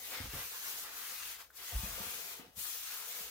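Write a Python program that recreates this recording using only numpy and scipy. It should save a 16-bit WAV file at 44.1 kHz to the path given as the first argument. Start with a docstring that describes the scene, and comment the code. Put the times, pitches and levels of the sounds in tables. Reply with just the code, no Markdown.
"""A hand wipes a paper towel over a floury wooden table in three strokes, close to a small stereo microphone.
The first stroke starts at once: filtered random grains make the flour's hiss, two paper scrapes and the table's hum.
Decaying sine modes thump under the leaning hand; a short ringing tick falls in the first pause, at 1.5 s.
A second stroke runs from about 1.57 to 2.4 s, a third from about 2.57 s to the end.
Shaped noise gives quiet kitchen air and a low, quiet drone throughout."""
import sys
import numpy as np
from scipy import signal
from scipy.io import wavfile
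from scipy.ndimage import uniform_filter1d

SR = 44100
rng = np.random.default_rng(int(sys.argv[2]) if len(sys.argv) > 2 else 0)


def generate_wav(sig):
    """Save sig (samples, or channels by samples) to the path in sys.argv[1] as 16-bit PCM at SR."""
    pcm = np.round(np.clip(np.atleast_2d(sig).T, -1, 1) * 32767).astype(np.int16)
    wavfile.write(sys.argv[1], SR, pcm)


N = 145530  # 3.3 s

# Course of the wiping. Each row: time in seconds, then rms levels in dB of the hiss, the upper scrape,
# the lower scrape and the table-top hum, and the left-right balance in dB before PAN_MEAN_DB is taken off.
WIPE_COURSE = [(0.0, -51, -61, -67, -64, 4), (0.05, -48.5, -52.5, -63, -66.5, 3),
               (0.11, -48.5, -56, -59, -58, 4.5), (0.13, -48, -50.5, -52.5, -51.5, 2),
               (0.15, -50, -47, -50.5, -55.5, 4.5), (0.27, -49, -54, -58, -59, 1.5),
               (0.28, -52.5, -56, -59.5, -66, 1.5), (0.32, -52, -55, -56.5, -65, 3.5),
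               (0.34, -47.5, -52, -53.5, -56, 3), (0.4, -46, -51, -52, -56.5, 1.0),
               (0.49, -47.5, -56, -59.5, -67, 2), (0.56, -47, -56.5, -54, -65.5, 1.0),
               (0.61, -47.5, -57, -56, -70, 1.5), (0.66, -44, -53, -54, -62.5, 2.0),
               (0.84, -45.5, -58.5, -58.5, -65.5, 2), (0.85, -50, -56, -52.5, -65.5, 2.5),
               (0.91, -53, -55.5, -55.5, -66, 2.0), (0.98, -47.5, -55, -55, -67, 3),
               (1.08, -47, -54, -56, -68.5, 3), (1.12, -46.5, -55.5, -55, -65, 3.0),
               (1.18, -47, -54, -58.5, -77, 2.5), (1.23, -47.5, -52, -51.5, -70, 2.5),
               (1.24, -47.5, -52.5, -56.5, -70, 3.5), (1.32, -47.5, -55.5, -58.5, -68, 3.0),
               (1.35, -52, -56, -60, -75, 3.0), (1.38, -58, -61, -64, -74, 3.0),
               (1.41, -53, -57, -54.5, -67, 3), (1.49, -72.5, -76, -80, -96, 5),
               (1.51, -69, -81, -70, -86, 4.5), (1.52, -74, -80, -74, -95, 4),
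               (1.57, -50.5, -63.5, -67, -90, 5.0), (1.59, -53, -55.5, -62.5, -64, 3.5),
               (1.69, -47, -53.5, -57.5, -68, 2.5), (1.73, -48, -52, -58.5, -52.5, 3),
               (1.78, -45.5, -55.5, -56, -61.5, 4.0), (1.85, -46, -53.5, -55.5, -55.5, 3.5),
               (1.95, -46, -54.5, -54.5, -63, 3.5), (1.98, -47.5, -52.5, -55.5, -54.5, 4),
               (2.06, -44.5, -52, -54, -58.5, 3.5), (2.23, -47, -53, -60.5, -61.5, 4.0),
               (2.33, -49, -55, -58.5, -63, 3.5), (2.39, -56, -60, -65, -62, 3.5),
               (2.41, -60, -61, -59, -60.5, 5), (2.43, -67, -63, -65, -60, 4),
               (2.52, -73, -72.5, -78.5, -73.5, 3.0), (2.55, -69, -76, -79, -74, 7.0),
               (2.57, -50.5, -65, -69, -69, 5), (2.59, -45, -56, -65, -63, 6.0),
               (2.64, -42, -58, -61.5, -77, 3), (2.66, -44, -53, -53, -64, 5.0),
               (2.68, -43, -54.5, -59, -67.5, 4), (2.77, -45, -55.5, -60.5, -70, 4.5),
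               (2.81, -47, -55, -61.5, -80, 2), (2.93, -46, -52.5, -55.5, -67, 3.0),
               (3.06, -48, -55.5, -57, -66.5, 3), (3.09, -46, -54.5, -60, -64, 3.0),
               (3.17, -46.5, -53.5, -57.5, -65, 3.5), (3.2, -46, -53.5, -58.5, -59.5, 3.0),
               (3.25, -47, -55, -58.5, -66, 2), (3.3, -52, -57, -65, -66, 3.0)]
PAN_MEAN_DB = 3.2

# Spectrum of the flour hiss. Each row: frequency in Hz, relative density in dB per Hz.
HISS_SPECTRUM = [(1470, -5), (2500, -7.5), (3210, -1.5), (3830, -5), (5440, -5), (6600, -1.5), (7250, -4.5),
                 (8870, -5.5), (15200, 0), (16000, -10.5)]
# Spectrum of the paper's upper scrape. Each row: frequency in Hz, relative density in dB per Hz.
UPPER_SCRAPE_SPECTRUM = [(1300, -25), (2000, -1.5), (2800, -0.5), (4000, -3.5), (5500, -5.5), (8000, -18.5)]
# Spectrum of the paper's lower scrape. Each row: frequency in Hz, relative density in dB per Hz.
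LOWER_SCRAPE_SPECTRUM = [(500, -26), (850, -4.5), (1200, 0), (1700, 0.5), (2300, -7.5), (3500, -22.5)]
# Resonances of the humming table top. Each row: frequency in Hz, half-power width in Hz, relative peak in dB.
HUM_RESONANCES = [(202, 42, -10.5), (297, 13, -8.5), (476.4, 94, -1.5), (700, 95, -2.5), (883, 13.4, -0.5),
                  (1200, 20, 1)]
GRAINS_PER_S, GRAIN_SPREAD_DB = 22000, 1.1  # mean rate per channel; scale of the exponential spread in size
PATCH_DB, FLICKER_DB = 1.5, 0.42  # rms drift of the hiss spectrum; rms flicker of the grains

# Likeness of the two channels. Each row: frequency in Hz, left-right correlation from 0 to 1.
CHANNEL_LIKENESS = [(60, 0.72), (180, 0.61), (400, 0.61), (800, 0.6), (1500, 0.44), (3000, 0.17),
                    (6000, 0.045), (15000, 0.01)]
# Stereo lean of the noise layers. Each row: frequency in Hz, left-right level difference in dB.
STEREO_LEAN = [(60, -.3), (200, .7), (500, 2.2), (1500, 2.4), (5000, 1.6), (9000, 2.8), (13000, 6),
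               (15500, 6.8)]
# Stereo delay of the noise layers. Each row: time in seconds, lag of left behind right in ms.
STEREO_LAG = [(.2, -0.078), (.6, 0.2), (1.0, 0.053), (1.45, -0.036), (1.85, -0.098), (2.25, -0.19),
              (2.7, -0.091), (3.1, -.11)]

# Modes of the table. Each row: frequency in Hz, relative level in dB, 60 dB decay time in seconds,
# group number (rounded down: 0 frame, 1 slab, 2 apron, 3 low boards, 4 high boards).
TABLE_MODES = [(52.7, 5, 0.12, 0), (86.4, 6, .1, 1), (140, 2.5, 0.11, 2.5), (198, 5.5, 0.071, 3.5),
               (256.3, 6.5, 0.0504, 4), (301, -4.5, 0.051, 4), (452, -15, 0.07, 4)]
# Pushes of the hand. Each row: start in seconds, levels in dB of the frame, slab, apron, low boards and
# high boards (each mode adds its relative level), rise time in ms.
HAND_PUSHES = [(0.168, -74, -62, -64, -57, -58, 6), (.199, -72, -39.5, -58, -55, -39, 9.7),
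               (0.239, -45, -45, -60, -56, -55, 4.3), (.254, -60, -56, -62, -53, -50, 5),
               (.270, -37.5, -50, -60, -59, -55, 18), (.335, -55, -46, -41, -50, -47, 3.7),
               (.357, -47, -52, -60, -63, -49, 7.6), (0.384, -52, -50, -54, -60, -57, 5.4),
               (0.438, -60, -60.5, -60, -64, -65.5, 7.2), (1.723, -61, -40, -56, -54, -51, 14),
               (1.744, -21.5, -41, -46, -50, -66, 20), (1.788, -53, -42, -60, -61, -62, 6.4),
               (1.830, -36.5, -58, -51, -39.5, -49, 7), (1.861, -58, -59, -58, -52.5, -62, 6),
               (1.887, -43, -64, -65, -67, -57, 10), (1.914, -41.5, -47.5, -60, -66, -64, 13),
               (1.960, -48, -65, -64, -64, -66, 11), (1.999, -55, -50, -58, -41.5, -50, 7.6),
               (2.059, -60, -51, -62, -53, -49.5, 11), (2.394, -74, -79, -72, -54.5, -47, 5),
               (2.43, -70, -78, -68, -64, -55.5, 7.7), (2.464, -74, -65, -63, -57, -58, 4.4),
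               (2.487, -78, -78, -66, -65, -61, 5), (2.564, -66, -51.5, -56, -51.5, -57, 11),
               (2.603, -78, -60, -63, -77, -66, 7), (3.195, -74, -69, -62, -56.5, -59, 8)]
THUMP_SKEW_MS = 0.31  # largest shift of each channel, opposite in sign

TICK_S, TICK_DB, TICK_HZ, TICK_T60 = 1.5035, -46, 1500, 0.013  # start and 60 dB decay time in seconds
TICK_TAIL_DB = -32  # echo level at the start of the decay, relative to the direct sound

# Spectrum of the kitchen air. Each row: frequency in Hz, relative density in dB per Hz.
AIR_SPECTRUM = [(15, -19), (25, 8.5), (263, -5), (503, 1.5), (818, -3), (2990, -34.5), (6920, -33),
                (7920, -29), (12200, -17), (14800, -12.5), (16000, -5.5)]
AIR_DB = -70.5
DRONE_HZ, DRONE_WIDTH_HZ, DRONE_DB = 59.4, 13, -76  # width between the points 6 dB down
MIC_LOW_HZ, EDGE_HZ = 43, 15850  # lower and upper cutoff


def gain_of(db):
    """Amplitude ratio: 20 dB is a factor of ten."""
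    return 10 ** (np.asarray(db) / 20)


def evened(x):
    """Normalization: scales a signal to rms 1."""
    return x / np.sqrt(np.mean(x ** 2) + 1e-20)


def read(points, hz):
    """Interpolation on a logarithmic frequency axis, held level beyond the ends."""
    f, value = np.transpose(points)
    return np.interp(np.log(hz + 1), np.log(f + 1), value, left=value[0], right=value[-1])


def curve(column):
    """Linear interpolation of one column of the wiping course, sample by sample."""
    rows = np.array(WIPE_COURSE)
    return np.interp(np.arange(N) / SR, rows[:, 0], rows[:, column])


def fall_below(corner_hz, db_per_octave, hz):
    """High-pass slope: the loss in dB below a corner frequency."""
    return db_per_octave * np.log2(np.maximum(corner_hz / (hz + 1), 1))


def colour(drive, db_at, patch_db, size=512, count=6):
    """Short-time spectral filtering: two drives become a partly correlated pair with drifting spectral patches."""
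    overlap = size * 3 // 4
    hz, t, (a, b) = signal.stft(drive, SR, nperseg=size, noverlap=overlap)

    # patches are smoothed over 16 frames, then over count frequency bins
    patches = rng.standard_normal((len(t), len(hz)))
    patches = uniform_filter1d(patches, 16, 0)
    patches = evened(uniform_filter1d(patches, count, 1)).T

    same = np.clip(read(CHANNEL_LIKENESS, hz), -1, 1)[:, None]
    side = read(STEREO_LEAN, hz)[:, None] / 2
    lag_ms = np.interp(t, *np.transpose(STEREO_LAG))
    lag = np.exp(-2j * np.pi * np.outer(hz, lag_ms) / 1000)  # a delay is a phase turn
    left = a * lag * gain_of(side)
    right = (same * a + np.sqrt(1 - same ** 2) * b) / gain_of(side)

    spectrum = gain_of(db_at(hz)[:, None] + patch_db * patches)
    out = signal.istft(np.array([left, right]) * spectrum, SR, nperseg=size, noverlap=overlap)[1][:, :N]
    return out / np.sqrt(np.mean(out.mean(0) ** 2))  # rms 1 in the mean of the channels


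def grains():
    """Stick-slip friction: dense tiny slips at random instants, unequal in size, flickering with the grip."""
    size_db = GRAIN_SPREAD_DB * np.minimum(rng.exponential(1, (2, N)), 3)
    slips = rng.random((2, N)) < GRAINS_PER_S / SR
    grip = uniform_filter1d(rng.standard_normal(N), 900)
    grip = evened(uniform_filter1d(grip, 900))
    return gain_of(size_db) * slips * rng.standard_normal((2, N)) * gain_of(FLICKER_DB * grip)


def flour_hiss():
    """Granular noise: slips with a broad spectrum that falls steeply below 4 kHz."""
    return colour(grains(), lambda hz: read(HISS_SPECTRUM, hz) - fall_below(4000, 14, hz), PATCH_DB)


def paper_scrape(spectrum, patch_db):
    """Band-shaped friction noise: slips coloured by one band of the paper."""
    return colour(grains(), lambda hz: read(spectrum, hz), patch_db, size=1024, count=2)


def table_hum():
    """Forced resonance: slips drive the table top, whose resonances add in power."""
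    def ring(hz):
        power = sum(gain_of(2 * db) / (1 + (2 * (hz - f) / width) ** 2) for f, width, db in HUM_RESONANCES)
        return 10 * np.log10(power) - fall_below(150, 18, hz)
    return colour(grains(), ring, 3.65, size=2048, count=2)


def wiping():
    """Superposition: hiss and scrapes move across with the hand, over the hum of the table top."""
    moving = gain_of(curve(column=1)) * flour_hiss()
    moving = moving + gain_of(curve(column=2)) * paper_scrape(UPPER_SCRAPE_SPECTRUM, 2.85)
    moving = moving + gain_of(curve(column=3)) * paper_scrape(LOWER_SCRAPE_SPECTRUM, 1.8)
    pan = (curve(column=5) - PAN_MEAN_DB) / 2
    return moving * gain_of([pan, -pan]) + gain_of(curve(column=4)) * table_hum()


def thumps():
    """Modal decay: soft pushes of the hand ring the frame, slab, apron and boards as damped sines."""
    out = np.zeros((2, N + SR))  # room for the last decay
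    t = np.arange(SR // 3) / SR
    skews = THUMP_SKEW_MS * rng.uniform(-1, 1, len(HAND_PUSHES))
    for (start, *levels, rise_ms), skew in zip(HAND_PUSHES, skews):
        at = round(start * SR)
        rise = np.sin(np.pi / 2 * np.minimum(t * 1000 / rise_ms, 1)) ** 2
        ear_t = t + skew * np.array([[1], [-1]]) / 1000
        for hz, db, t60, group in TABLE_MODES:
            envelope = rise * gain_of(levels[int(group)] + db - 60 * t / t60)
            out[:, at:at + len(t)] += envelope * np.sin(2 * np.pi * hz * ear_t)
    return out[:, :N]


def tick():
    """Convolution with an impulse response: one small damped ping and its short scatter of echoes."""
    out, t = np.zeros((2, N)), np.arange(900) / SR
    envelope = np.minimum(t / 0.00072, 1) * gain_of(TICK_DB - 60 * t / TICK_T60)
    ping = envelope * np.sin(2 * np.pi * TICK_HZ * t)
    echo_t = np.arange(1500) / SR
    echoes = rng.standard_normal((2, 1500)) * gain_of(TICK_TAIL_DB - 60 * echo_t / 0.09)
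    echoes[:, :100] = 0  # a gap before the echoes
    echoes[:, 0] = 1  # the direct sound
    sound = signal.fftconvolve(ping[None], echoes, axes=1)
    at = round(TICK_S * SR)
    out[:, at:at + sound.shape[1]] = sound
    return out


def kitchen_air():
    """Stationary noise: steady random drive shaped into the quiet air of the kitchen."""
    air = colour(rng.standard_normal((2, N)), lambda hz: read(AIR_SPECTRUM, hz), 0.94, size=2048)
    return gain_of(AIR_DB) * air


def low_drone():
    """Narrow-band noise: a band only some hertz wide is heard as a low hum near 60 Hz."""
    def peak(hz):
        return -20 * np.log10(1 + (2 * (hz - DRONE_HZ) / DRONE_WIDTH_HZ) ** 2)
    return gain_of(DRONE_DB) * colour(rng.standard_normal((2, N)), peak, 0.092, size=8192)


def scene():
    """Superposition: the pressures of all sources add."""
    return wiping() + thumps() + tick() + kitchen_air() + low_drone()


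def record(dry):
    """Band limiting: the microphone drops the deepest bass, then a steep filter removes the top treble."""
    thin = signal.sosfilt(signal.butter(2, MIC_LOW_HZ, "high", fs=SR, output="sos"), dry)
    low_pass = signal.firwin(1023, EDGE_HZ, window=("kaiser", 10), fs=SR)
    return signal.oaconvolve(thin, low_pass[None], "same")


dry = scene()
out = record(dry)
generate_wav(out)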